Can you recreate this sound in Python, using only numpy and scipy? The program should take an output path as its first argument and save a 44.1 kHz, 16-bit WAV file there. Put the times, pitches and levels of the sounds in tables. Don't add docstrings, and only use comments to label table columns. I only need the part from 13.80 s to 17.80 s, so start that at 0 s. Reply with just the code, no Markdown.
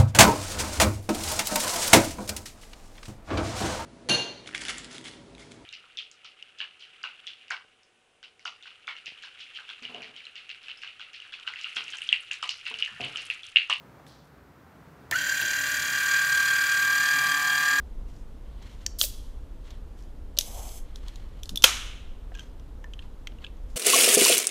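import sys
import numpy as np
from scipy import signal
from scipy.fft import rfft, irfft
from scipy.io import wavfile
from scipy.ndimage import uniform_filter1d

SR = 44100
rng = np.random.default_rng(int(sys.argv[2]) if len(sys.argv) > 2 else 0)


def makeup_ratio(level_db):
    decades = np.asarray(level_db, float) / 20
    return 10 ** decades


def wrap_up_sound(samples):
    columns = np.atleast_2d(samples).T
    tamed = np.clip(columns, -1, 1)
    steps = np.round(tamed * 32767).astype(np.int16)
    wavfile.write(sys.argv[1], SR, steps)


N = 176400
T = np.arange(N) / SR
PINION, WHEEL = 11, 42


def level(x, db):
    return x * makeup_ratio(db) / np.sqrt(np.mean(x ** 2))


def band(x, hz, width):
    hz = min(hz, .45 * SR)
    return signal.lfilter(*signal.iirpeak(hz, hz / width, fs=SR), x)


def hiss(hz, width):
    return level(band(band(rng.standard_normal(N), hz, width), hz, width), 0)


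def walk(rate):
    k = int(SR / rate)
    steps = np.repeat(rng.standard_normal(N // k + 1), k)
    return 1.3 * uniform_filter1d(uniform_filter1d(steps, k), k)[:N]


def curve(table, axis):
    return np.interp(T, np.array(table)[:, 0], np.array(table)[:, axis])


# [t/s, tooth rate f/Hz, whine level/dB]
TOOTH_MESH = [(1.312, 700, -63), (1.33, 1296, -41), (1.345, 1425, -25), (1.36, 1512, -26.5),
              (1.38, 1563, -33), (1.49, 1573, -30.5), (1.7, 1578, -31.5), (1.85, 1600, -31.5),
              (2.05, 1602, -34), (2.3, 1593, -25.5), (2.6, 1593, -22.5), (2.85, 1593, -25),
              (3.1, 1605, -23.5), (3.3, 1619, -26), (3.55, 1606, -28), (3.8, 1619, -26.5),
              (3.92, 1625, -26), (4.0, 1630, -21)]
# [multiple of tooth rate, level/dB far, level/dB half way, level/dB near]
MESH_OVERTONES = [(2, -41, -48, -39), (3, -41, -50, -48)]
SHAFT_ORDERS = [4.2, 5, 5.76, 7, 8, 9.73, 10, 12, 13, 16, 16.77, 6, 9, 10.5]
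# [level/dB far, level/dB half way, level/dB near]
SHAFT_TONE_LEVELS = [(-58.5, -61.5, -69), (-64, -70, -52), (-67, -67.5, -49.5), (-60, -56.5, -46),
                     (-63, -45.5, -36), (-54, -50, -57), (-47, -43, -73), (-40.5, -44, -34.5),
                     (-40.5, -40.5, -45), (-49, -42, -40.5), (-79, -51, -55), (-66.5, -57.5, -59),
                     (-60, -69, -52), (-40, -40.5, -77)]


def whine(shaft, wheel, near):
    def at_distance(row):
        return np.interp(near, [0, .5, 1], row)

    jitter = .25
    swing = .3 * np.sin(wheel - 1.5) + jitter * walk(40)
    wobble = 1 + at_distance((.65, .16, .22)) * np.cos(wheel)
    size = makeup_ratio(curve(TOOTH_MESH, axis=2) + 3.5 + walk(24.82)) * wobble
    out = size * np.sin(PINION * shaft + swing)
    for k, *db in MESH_OVERTONES:
        size = makeup_ratio(at_distance(db) - 1.5 + walk(9.2))
        out = out + size * np.sin(k * (PINION * shaft + swing / 2))
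    for order, db in zip(SHAFT_ORDERS, SHAFT_TONE_LEVELS):
        size = makeup_ratio(at_distance(db) + 3.5 + 1.3 * walk(15)) * (1 + .3 * np.cos(wheel - order))
        out = out + size * np.sin(order * shaft + order + jitter * walk(30))
    return out


# [f/Hz, width f/Hz, level/dB, extra level/dB when near]
FRAME_NOTES = [(1203, 190, -15.5, 12.5), (1600, 207, 1, 5), (1840, 430, -2.5, 1.8), (2418, 227, -7, 6.),
               (2790, 160, -2.5, -6), (3261, 208, -7.5, 6.5), (4094, 295, -10.5, 3.5), (4755, 306, -10, 8),
               (5770, 560, -10.5, -1), (6510, 680, -10.5, 1), (7220, 387, -6.5, .1), (8096, 640, -18, 6.5)]


def knocks(shaft, wheel, near):
    tooth = np.floor(shaft * PINION / (2 * np.pi)).astype(int)
    at = np.flatnonzero(np.diff(tooth) > 0)
    wheel_flaw = rng.standard_normal(WHEEL)[tooth[at] % WHEEL]
    pinion_flaw = rng.standard_normal(PINION)[tooth[at] % PINION]
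    chance = rng.standard_normal((N // 20, 2))[:len(at)].T

    hits = 0.28 * rng.standard_normal(N) * (shaft > 0)
    strength = .12 + 1.2 * (wheel_flaw + pinion_flaw) / 2 + chance[0]
    hits[at] += strength * makeup_ratio(2 * chance[1] / 2)
    hits = hits * makeup_ratio(-np.cos(shaft) + 0.77 * walk(30.09))

    wheel_db = 6 * np.cos(wheel)
    low = hits * makeup_ratio(.3 * wheel_db)
    high = hits * makeup_ratio(wheel_db)
    ring = np.zeros(N)
    for k, (hz, width, db, near_db) in enumerate(FRAME_NOTES):
        push = low if hz < 3000 else high
        gain = (-1) ** k * makeup_ratio(db + near_db * np.minimum(2 * near, 1))
        ring += gain * band(band(push, hz, width), hz, width)
    return level(ring, -32.5)


# [f/Hz, width f/Hz, level/dB]
BRUSH_BANDS = [(9300, 1400, -55.5), (10900, 760, -56), (13270, 2800, -50), (15900, 3300, -57.5),
               (2940, 3200, -46), (700, 1300, -62.5)]


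def brushes(shaft, near):
    pulse_db = 2 * np.cos(shaft) + 8 * np.cos(5 * shaft)
    db = pulse_db + 2.5 * np.minimum(2 * near, 1)
    out = sum(makeup_ratio(d + db + 0.33 * walk(15)) * hiss(hz, width) for hz, width, d in BRUSH_BANDS)
    return (shaft > 0) * out


# [f/Hz, width f/Hz, level/dB]
TABLE_HUM = [(144.9, 8.1, -63.5), (273, 27, -58)]


def table_hum():
    return sum(makeup_ratio(db + 2 * walk(4.72)) * hiss(hz, width) for hz, width, db in TABLE_HUM)


CLICK_TIMES = [1.3115, 1.3135, 1.3215, 1.612, 1.613, 1.61, 1.312, .197, .266, .275, .282, .267, .267, .444,
               .452, .472, 1.314]
# [level/dB, decay t/s, f/Hz, width f/Hz]
CLICK_SOUNDS = [(-20, 0.0021, 6500, 17400), (-17, 0.0013, 1570, 3500), (-15.5, 0.009, 1830, 270),
                (-31.5, 0.0071, 14000, 4000), (-27, 0.0057, 2600, 3500), (-39.5, .03, 230, 780),
                (-46, 0.042, 105, 120), (-39.5, 0.0023, 730, 560), (-43.5, 0.0021, 2100, 6300),
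                (-55, .002, 7000, 9000), (-54, .002, 9000, 8000), (-55, 0.092, 4200, 2700),
                (-70, 0.061, 9000, 9800), (-64, .003, 9400, 6000), (-60, .003, 6300, 6000),
                (-63, .003, 8000, 6000), (-31.5, 0.012, 830, 1200)]


def clicks():
    out, age = np.zeros(N), T[:SR // 2]
    for start, (db, decay, hz, width) in zip(CLICK_TIMES, CLICK_SOUNDS):
        noise = rng.standard_normal(len(age))
        burst = level(band(band(noise, hz, width), hz, width), db)
        shape = (1 - np.exp(-age / (0.17 * decay))) * np.exp(-age / decay)
        out[int(start * SR):][:len(age)] += shape * burst
    return out


def room_echo(x):
    age = T[:SR // 2]
    tail = rng.standard_normal(len(age)) * makeup_ratio(-60 * age / .35) * (age > .004)
    return makeup_ratio(-9) * signal.fftconvolve(x, tail / np.sqrt(np.sum(tail ** 2)))[:N]


# [f/Hz, level/dB per Hz]
AIR_COLOUR = [(28, -36), (64, -14), (156, -4), (450, -9.5), (1500, -14.5), (3000, -28.5), (9000, -38.5),
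              (15500, -41)]


def room_air():
    hz = np.maximum(np.arange(N // 2 + 1) * SR / N, 1)
    colour = np.array(AIR_COLOUR)
    shape = makeup_ratio(np.interp(np.log(hz), np.log(colour[:, 0]), colour[:, 1]))
    air = irfft(rfft(rng.standard_normal(N)) * shape, N)
    return level(air, -54) * makeup_ratio(1.4 * walk(8.2))


# [f/Hz, width f/Hz, level/dB]
BUILDING_HUM = [(63, 12, -64), (82.5, 6.6, -63.5), (122.2, 7.8, -63.5), (148, 39, -59.5), (267.6, 62, -66),
                (13600, 1900, -80)]


def building_hum():
    return sum(makeup_ratio(db + (hz < 500) * 2 * walk(4.98)) * hiss(hz, width) for hz, width, db in BUILDING_HUM)


# [t/s, nearness 0-1]
NEARNESS = [
    (1.3, 0.),
    (1.65, .05),
    (1.9, .3),
    (2.15, .35),
    (2.35, .5),
    (2.95, .55),
    (3.2, .85),
    (3.7, 1.),
    (4.0, .95),
]


def scene():
    since_on = T - CLICK_TIMES[0]
    shaft_hz = curve(TOOTH_MESH, axis=1) / PINION * (since_on > 0) * (1 + .001 * walk(20))
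    shaft = 2 * np.pi * np.cumsum(shaft_hz) / SR
    wheel = shaft * PINION / WHEEL + 2 * np.pi * 0.49
    near = curve(NEARNESS, axis=1)

    settle = np.clip(since_on / .03, 0, 1) ** 2
    tone = settle * (whine(shaft, wheel, near) + table_hum())
    rise = 1 - np.exp(-np.maximum(since_on, 0) / 0.027)
    rattle = rise * (knocks(shaft, wheel, near) + brushes(shaft, near)) + clicks()
    echo = room_echo(rattle + makeup_ratio(-10) * tone)
    return (tone + rattle + echo + room_air() + building_hum())[None]


def band_limit(x):
    return signal.sosfilt(signal.butter(12, 16890, fs=SR, output="sos"), x)


def record(dry):
    top_cut = signal.ellip(12, .2, 70, 15730, fs=SR, output="sos")
    mix = signal.sosfilt(top_cut, dry)
    return band_limit(mix)


dry = scene()
out = record(dry)
wrap_up_sound(out)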